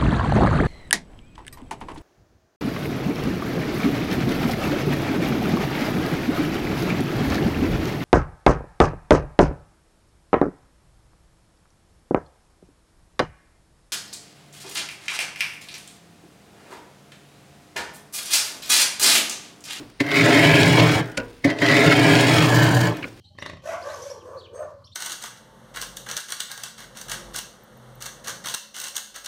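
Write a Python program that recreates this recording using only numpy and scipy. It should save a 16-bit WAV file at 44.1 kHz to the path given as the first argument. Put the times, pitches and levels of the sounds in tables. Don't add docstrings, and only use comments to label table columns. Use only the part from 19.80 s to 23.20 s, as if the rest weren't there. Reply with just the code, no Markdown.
import sys
import numpy as np
from scipy import signal
from scipy.fft import rfft, irfft, next_fast_len
from scipy.io import wavfile
from scipy.ndimage import uniform_filter1d, map_coordinates

SR = 44100
rng = np.random.default_rng(int(sys.argv[2]) if len(sys.argv) > 2 else 0)


def output_pcm(signal):
    pcm = np.clip(np.atleast_2d(signal).T, -1, 1) * 32767
    wavfile.write(sys.argv[1], SR, np.round(pcm).astype(np.int16))


N = 149940

# time in seconds, place from 0 (back) to 1 (front).
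TRAVEL = [(.25, .1), (.7, .5), (1.05, .8), (1.3, .55), (1.8, .05), (2.3, .5), (2.85, 1), (3.05, 1),
          (3.25, .6)]
# frequency in Hz, relative level in dB per Hz.
TICK = [(300, -55), (1600, 6.5), (4500, -3), (9500, -11), (16000, -15)]
CONTACT_RISE_S = 0.0017


def amp(db):
    return 10 ** (np.asarray(db) / 20)


def unit(x):
    return x / np.sqrt(np.mean(x ** 2) + 1e-20)


def clock():
    return np.arange(N) / SR


def curves(rows):
    s, *cols = np.transpose(rows)
    return [np.interp(clock(), s, c) for c in cols]


def wobble(rate):
    return map_coordinates(rng.standard_normal(4096), [clock() * rate], mode="wrap")


def decay(t, t60):
    return np.exp(-np.log(1000) * t / t60)


def burst(start, rise, fall):
    t = clock() - start
    return np.exp(np.minimum(t / rise, -t / fall))


def colour(x, points):
    size = 8192
    hz, db = np.transpose(points)
    gain = amp(np.interp(np.log(np.fft.rfftfreq(size, 1 / SR) + 1), np.log(hz), db))
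    cepstrum = irfft(np.log(gain))
    cepstrum[1:size // 2] *= 2
    cepstrum[size // 2 + 1:] = 0
    response = irfft(np.exp(rfft(cepstrum)))
    return signal.fftconvolve(x, response / np.linalg.norm(response))[:N]


def resonate(x, modes):
    m = next_fast_len(N + SR // 2)
    f = np.fft.rfftfreq(m, 1 / SR)
    body = 0
    for k, (centre, width, db) in enumerate(modes):
        spread = 1j * f * width
        body = body + (-1) ** k * amp(db) * spread / (centre * centre - f * f + spread)
    return irfft(rfft(x, m) * body, m)[:N]


def steady(x):
    half = SR // 10 // 2
    power = uniform_filter1d(uniform_filter1d(x * x, half), half)
    return x / np.sqrt(np.abs(power) + 1e-9)


def fractures(rate, spread_db):
    happens = rng.random(N) < rate / SR
    size_db = spread_db * np.clip(rng.standard_normal(N), -2, 2)
    return unit(happens * rng.choice([-1, 1], N) * amp(size_db))


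def box(x, count=7):
    # delay at the back in ms, delay at the front in ms, gain against the direct sound.
    walls = [(0.54, 1.487, 0.17), (2.715, 1.279, 0.79), (2.318, 4.5, 1), (6.6, 3.1, 0.23),
             (6.1, 8.6, 0.087)]
    tail_t60, tail_db = 0.048, 5.5
    travel, = curves(TRAVEL)
    echoes = 0
    for back, front, gain in walls:
        delay_ms = back + (front - back) * travel
        echoes = echoes + gain * map_coordinates(x, [np.arange(N) - delay_ms * SR / 1000], order=3)
    t = np.arange(SR // 8) / SR
    tails = rng.standard_normal((count, len(t))) * decay(t, tail_t60)
    place = np.clip(travel, 0, 1) * (count - 1)
    wet = 0
    for k, tail in enumerate(tails):
        nearness = np.sqrt(np.clip(1 - abs(place - k), 0, 1))
        wet = wet + nearness * signal.oaconvolve(x, tail / np.linalg.norm(tail))[:N]
    return unit(x + echoes + amp(tail_db) * wet)


def background():
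    # time in seconds, level in dB.
    rustle_levels = [(0, -35.5), (.04, -41), (.09, -47), (.12, -50), (.2, -83), (3.1, -54), (3.19, -39),
                     (3.27, -37.5), (3.31, -47), (3.4, -48.5)]
    # frequency in Hz, relative level in dB per Hz.
    rustle_tone = [(60, -44), (110, 6), (200, -13), (290, 2), (430, -10.5), (600, -14), (1500, -22),
                   (4000, -28.5), (12000, -41)]
    # frequency in Hz, relative level in dB per Hz.
    room_tone = [(15, -42), (25, 1), (137, -6.5), (695, -15), (2110, -18.5), (5000, -20), (7310, -33),
                 (9500, -25), (11500, -45), (16000, -37)]
    room_db = -54
    rustle_db, = curves(rustle_levels)
    room = amp(room_db) * colour(rng.standard_normal(N), room_tone)
    return room + amp(rustle_db) * colour(rng.standard_normal(N), rustle_tone)


def powder():
    # time of the peak in seconds, level in dB.
    falls = [(1.24, -49.5), (3.14, -50.5)]
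    grains_per_s, spread_db, rise_s, fall_s = 400, 6, .04, .3
    patter = box(colour(fractures(grains_per_s, spread_db), TICK))
    return patter * sum(amp(db) * burst(s, rise_s, fall_s) for s, db in falls)


def crumbs():
    # time of the peak in seconds, level in dB.
    ticks = [(.1012, -46.5), (.177, -57), (0.267, -35), (3.171, -32), (3.188, -46), (3.377, -49)]
    fall_s = 0.0023
    noise = colour(rng.standard_normal(N), TICK)
    return noise * sum(amp(db) * burst(s, CONTACT_RISE_S, fall_s) for s, db in ticks)


def knocks():
    # time in seconds, clack level in dB, ring level in dB, clack's treble limit in Hz.
    hits = [(1.3753, -17, -26.5, 14000), (1.401, -34, -61, 6000), (3.229, -25, -52, 3030),
            (3.243, -27, -41, 3000)]
    # frequency in Hz, level within the ring in dB, 60 dB decay in seconds.
    floor_modes = [(47, -14, 0.72), (109.3, -8, 0.53), (193, 3, 0.057), (259.5, -5, 0.48), (340, -26, 1),
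                   (474, -4.5, 0.55), (530, 1, 0.25), (610, -3, 0.17), (977, -11, 0.33), (1455, 3.5, 0.17),
                   (1583, -10, 0.23), (2500, -4, 0.087)]
    # frequency in Hz, relative level in dB per Hz.
    clack_tone = [(40, -39), (100, 0), (500, -13), (1500, 3), (2800, 6), (3400, -7.5), (4400, -1.5),
                  (5000, -3.5), (6500, -9), (7300, -7), (8200, -15), (9600, -13), (16000, -31)]
    # frequency in Hz, relative level in dB per Hz.
    hollow_tone = [(60, -23), (250, 9), (700, -5), (2800, -15.5), (4000, -42)]
    fall_s, tail_db, tail_s = 0.0038, -16, 0.016
    hollow_db, hollow_fall_s = -4.5, 0.07
    blur, blur_share = 0.65, 0.11
    clack, out = colour(rng.standard_normal(N), clack_tone), np.zeros(N)
    hollow = colour(rng.standard_normal(N), hollow_tone)
    for s, clack_db, ring_db, bright_hz in hits:
        t = np.maximum(clock() - s, 0)
        padded = signal.sosfilt(signal.butter(3, bright_hz, fs=SR, output="sos"), clack)
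        hit = burst(s, CONTACT_RISE_S, fall_s) + amp(tail_db) * burst(s, CONTACT_RISE_S, tail_s)
        out += amp(clack_db) * padded * hit
        ring = amp(hollow_db) * hollow * np.exp(-t / hollow_fall_s)
        for k, (hz, db, t60) in enumerate(floor_modes):
            phase = 2 * np.pi * hz * t + blur * wobble(hz * blur_share)
            ring += (-1) ** k * amp(db) * np.sin(phase) * decay(t, t60)
        out += amp(ring_db) * ring * (1 - np.exp(-t / CONTACT_RISE_S))
    return out


def snaps():
    # time of the peak in seconds, level in dB.
    breaks = [(0.316, -22), (0.651, -15), (.755, -17), (0.832, -14.5), (1.0, -15.5), (1.788, -28.5),
              (1.863, -17.5), (1.887, -18), (1.914, -19), (1.969, -18.5), (2.354, -17.5), (2.584, -16),
              (2.865, -21.5)]
    # frequency in Hz, relative level in dB per Hz.
    break_tone = [(500, -12), (2000, 0.5), (3200, 4.5), (5000, -4.5), (8000, -15.5), (16000, -32)]
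    rise_s, fall_s = .0012, .005
    noise = colour(rng.standard_normal(N), break_tone)
    return noise * sum(amp(db) * burst(s, rise_s, fall_s) for s, db in breaks)


def bites():
    # time in seconds, crunch level in dB, thump level in dB, thump's hold in seconds.
    catches = [(0.204, -19.5, -14, 0.0094), (1.646, -19.5, -10, 0.014), (1.702, -27, -23, .004),
               (1.819, -22, -14.5, 0.014)]
    # frequency in Hz, relative level in dB.
    thump_modes = [(135, -10), (283, 1), (385, -11.5), (560, -11.5), (690, -17)]
    # frequency in Hz, relative level in dB.
    ping_modes = [(1800, -3), (2070, 0.5), (2220, -3.5)]
    # frequency in Hz, relative level in dB per Hz.
    crush_tone = [(100, -20), (700, -4), (1000, -5), (1300, -13), (2000, 1), (2800, -9), (4300, -9),
                  (7000, -20), (16000, -36)]
    rise_s, fall_s = .0018, 0.011
    lag_s, thump_rise_s, thump_t60 = 0.00284, 0.00098, 0.075
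    ping_db, ping_t60 = 3, 0.064
    crunch, out = colour(rng.standard_normal(N), crush_tone), np.zeros(N)
    for s, crunch_db, thump_db, hold in catches:
        t = np.maximum(clock() - s - lag_s, 0)
        press = (1 - np.exp(-t / thump_rise_s)) * decay(np.maximum(t - hold, 0), thump_t60)
        thump = sum(amp(db) * np.sin(2 * np.pi * (hz * t + rng.random())) for hz, db in thump_modes)
        out += amp(thump_db) * press * thump
        ping = sum(amp(db) * np.sin(2 * np.pi * (hz * clock() + rng.random())) for hz, db in ping_modes)
        out += amp(crunch_db) * burst(s, rise_s, fall_s) * crunch
        out += amp(crunch_db + ping_db) * burst(s, rise_s, ping_t60 / np.log(1000)) * ping
    return out


def spoon_ring(x):
    # time in seconds, level over the rasp's
    # echoing cracks in dB, pitch in Hz.
    ringing = [(.3, 3, 2080), (.47, -6, 2100), (.58, -2, 2160), (.78, -3, 2340), (1.05, -13, 2200),
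               (1.86, -4, 1890), (2.12, -3.5, 2190), (2.45, -10, 2400)]
    empty_width_hz, loaded_width_hz = 60, 200
    ringing_db, hz = curves(ringing)
    travel, = curves(TRAVEL)
    turn = np.exp(2j * np.pi * np.cumsum(hz) / SR)

    def sing(width):
        slow = signal.lfilter([1], [1, -np.exp(-np.pi * width / SR)], x / turn)
        return steady((turn * slow).real)

    return amp(ringing_db) * ((1 - travel) * sing(empty_width_hz) + travel * sing(loaded_width_hz))


def boom_layer(cracks):
    # frequency in Hz, width in Hz, relative level in dB.
    liner = [(110.3, 33, -10), (121.4, 8.8, 1), (157.7, 13.1, -8.5)]
    # frequency in Hz, relative level in dB per Hz.
    tone = [(25, -64), (60, -13), (100, -11.5), (175, -1.5), (205, -4.5), (400, -74), (2000, -112)]
    return steady(colour(resonate(cracks, liner), tone))


def panel_layer(cracks, travel):
    # frequency in Hz, width in Hz, relative level in dB scraped at the back,
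    # relative level in dB at the front.
    modes = [(243, 30, -12, -10), (285, 19, 0.5, -4), (315, 20.8, -2.5, 1.5), (403.6, 9, 1, -5.5),
             (439.7, 11.3, -6, -2), (482.4, 20, -11.5, -7), (572.6, 45, -6, -6), (679.5, 22.7, -2, -6),
             (753.4, 12, -6, -2.5), (863, 59, -12.5, -6), (1030, 106, -13.5, -7.5)]
    # frequency in Hz, relative level in dB per Hz.
    tone = [(60, -70.5), (195, 14.5), (240, 5), (1050, -2), (1250, -8), (3000, -13.5), (10000, -70)]
    at_back = resonate(cracks, [(hz, width, db) for hz, width, db, _ in modes])
    at_front = resonate(cracks, [(hz, width, db) for hz, width, _, db in modes])
    forward = np.clip(travel, 0, 1) ** 2
    return steady(colour((1 - forward) * at_back + forward * at_front, tone))


def rasp_layer(cracks):
    # frequency in Hz, relative level in dB per Hz.
    tone = [(300, -61), (850, -13), (1080, -4.5), (1240, -11), (1550, 1.5), (1830, 4), (2300, 0),
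            (2700, -8), (3100, -3), (3600, -8), (4900, -12.5), (6000, -17), (12000, -74.5)]
    # frequency in Hz, width in Hz, relative level in dB.
    cavity_modes = [(1440, 260, -1), (1840, 240, -1)]
    # time in seconds, relative level in dB.
    hollowness = [(.5, -18), (1.1, -3.5), (1.3, 9), (1.8, -16), (2.35, -5), (2.8, 0.5)]
    hollow_db, = curves(hollowness)
    cavity = amp(hollow_db) * box(resonate(cracks, cavity_modes))
    return steady(box(colour(cracks, tone)) + spoon_ring(cracks) + cavity)


def fizz_layer(cracks, more_cracks, travel):
    # frequency in Hz, relative level in dB per Hz.
    fizz_tone = [(800, -27), (2500, 2.5), (4200, 2), (5100, 3), (6000, -1), (7100, 3), (7800, -4),
                 (8700, -5.5), (9600, -2), (10600, -16.5), (13000, -4.5), (14000, -13), (15500, -6.5)]
    # frequency in Hz, relative level in dB per Hz.
    crunch_tone = [(1500, -53), (3000, -3), (4200, 9.5), (5100, 3.5), (5900, -10), (7100, -11), (8000, 1.5),
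                   (12000, -14.5)]
    crystals_per_s, crystal_spread_db = 4000, 15
    crisp_hz, crisp_db = 10000, 14
    crunch_db, crunch_at, crunch_width = -1, 0.61, 0.2
    clumps_per_s, clump_db = 85, 1.8
    crystals = fractures(crystals_per_s, crystal_spread_db)
    fizz = box(colour(crystals + 0.44 * cracks, fizz_tone))
    crisp = signal.sosfiltfilt(signal.butter(2, crisp_hz, "high", fs=SR, output="sos"), fizz)
    fizz = steady(fizz + crisp * (amp(crisp_db * (travel - 1.0)) - 1))
    deep = np.exp(-.5 * ((travel - crunch_at) / crunch_width) ** 2)
    fizz += amp(crunch_db) * deep * box(colour(more_cracks, crunch_tone))
    return fizz * amp(clump_db * wobble(clumps_per_s))


def scrape():
    # time in seconds, then levels in dB, before the layer trims below, of
    stroke_1 = [(0.235, -36, -30.5, -36.5, -70), (0.309, -35.5, -27, -25.5, -54),
                (0.375, -26, -19, -16, -29.5), (0.441, -17, -18, -20, -29), (0.471, -26, -14, -20, -29),
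                (0.573, -24, -14.5, -17, -30.5), (0.717, -14.5, -17, -18, -32.5),
                (0.773, -20.5, -15.5, -17.5, -30.5), (0.919, -14.5, -19, -22, -31.5),
                (0.991, -20.5, -14.5, -18.5, -31.5), (1.023, -11, -15, -21.5, -33),
                (1.085, -18.5, -20, -22, -31), (1.199, -21.5, -21.5, -25.5, -37),
                (1.235, -28, -33, -37.5, -64), (1.36, -51, -42.5, -49, -78)]
    stroke_2 = [(1.678, -20, -20.5, -28.5, -46), (1.7, -35, -25.5, -27.5, -49),
                (1.76, -38, -29.5, -39.5, -60), (1.784, -46, -32, -38, -51), (1.809, -31, -25, -31, -38),
                (1.825, -30.5, -22.5, -22.5, -39), (1.92, -22, -17.5, -17, -32.5),
                (2.044, -27, -15, -19.5, -30), (2.076, -13, -15.5, -17.5, -33.5),
                (2.098, -13, -14.5, -22, -31.5), (2.124, -30, -17.5, -14.5, -28),
                (2.154, -21.5, -16.5, -21.5, -32), (2.326, -17, -14.5, -19, -29),
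                (2.424, -21.5, -17.5, -21, -30), (2.64, -16, -18.5, -21, -28),
                (2.666, -20.5, -19.5, -25, -30), (2.806, -14, -18.5, -21, -27.5),
                (2.928, -20, -20, -26, -33), (2.954, -15, -20.5, -26.5, -29.5),
                (3.073, -19.5, -23, -26.5, -33), (3.132, -27, -25.5, -39, -52), (3.166, -45, -35, -42, -66),
                (3.2, -40, -34, -44, -68)]
    boom_db, panel_db, rasp_db, fizz_db = -0.5, -0.5, 0.5, -2
    cracks_per_s, crack_spread_db, fade_s = 1700, 3, 0.043
    travel, = curves(TRAVEL)
    cracks = fractures(cracks_per_s, crack_spread_db)
    more_cracks = fractures(cracks_per_s, crack_spread_db)
    layers = [amp(boom_db) * boom_layer(cracks),
              amp(panel_db) * panel_layer(cracks, travel),
              amp(rasp_db) * rasp_layer(cracks),
              amp(fizz_db) * fizz_layer(cracks, more_cracks, travel)]
    out, t = np.zeros(N), clock()
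    for stroke in (stroke_1, stroke_2):
        touching = np.clip(1 + np.minimum(t - stroke[0][0], stroke[-1][0] - t) / fade_s, 0, 1)
        out += touching * sum(amp(db) * layer for db, layer in zip(curves(stroke), layers))
    return out


def scene():
    return (background() + powder() + crumbs() + knocks() + snaps() + bites() + scrape())[None]


def record(dry):
    top_hz = 15900
    rounded = dry / (1 + np.abs(dry / .95) ** 6) ** (1 / 6)
    m = next_fast_len(N + SR // 2)
    kept = np.fft.rfftfreq(m, 1 / SR) < top_hz
    return irfft(rfft(rounded, m) * kept, m)[..., :N]


dry = scene()
out = record(dry)
output_pcm(out)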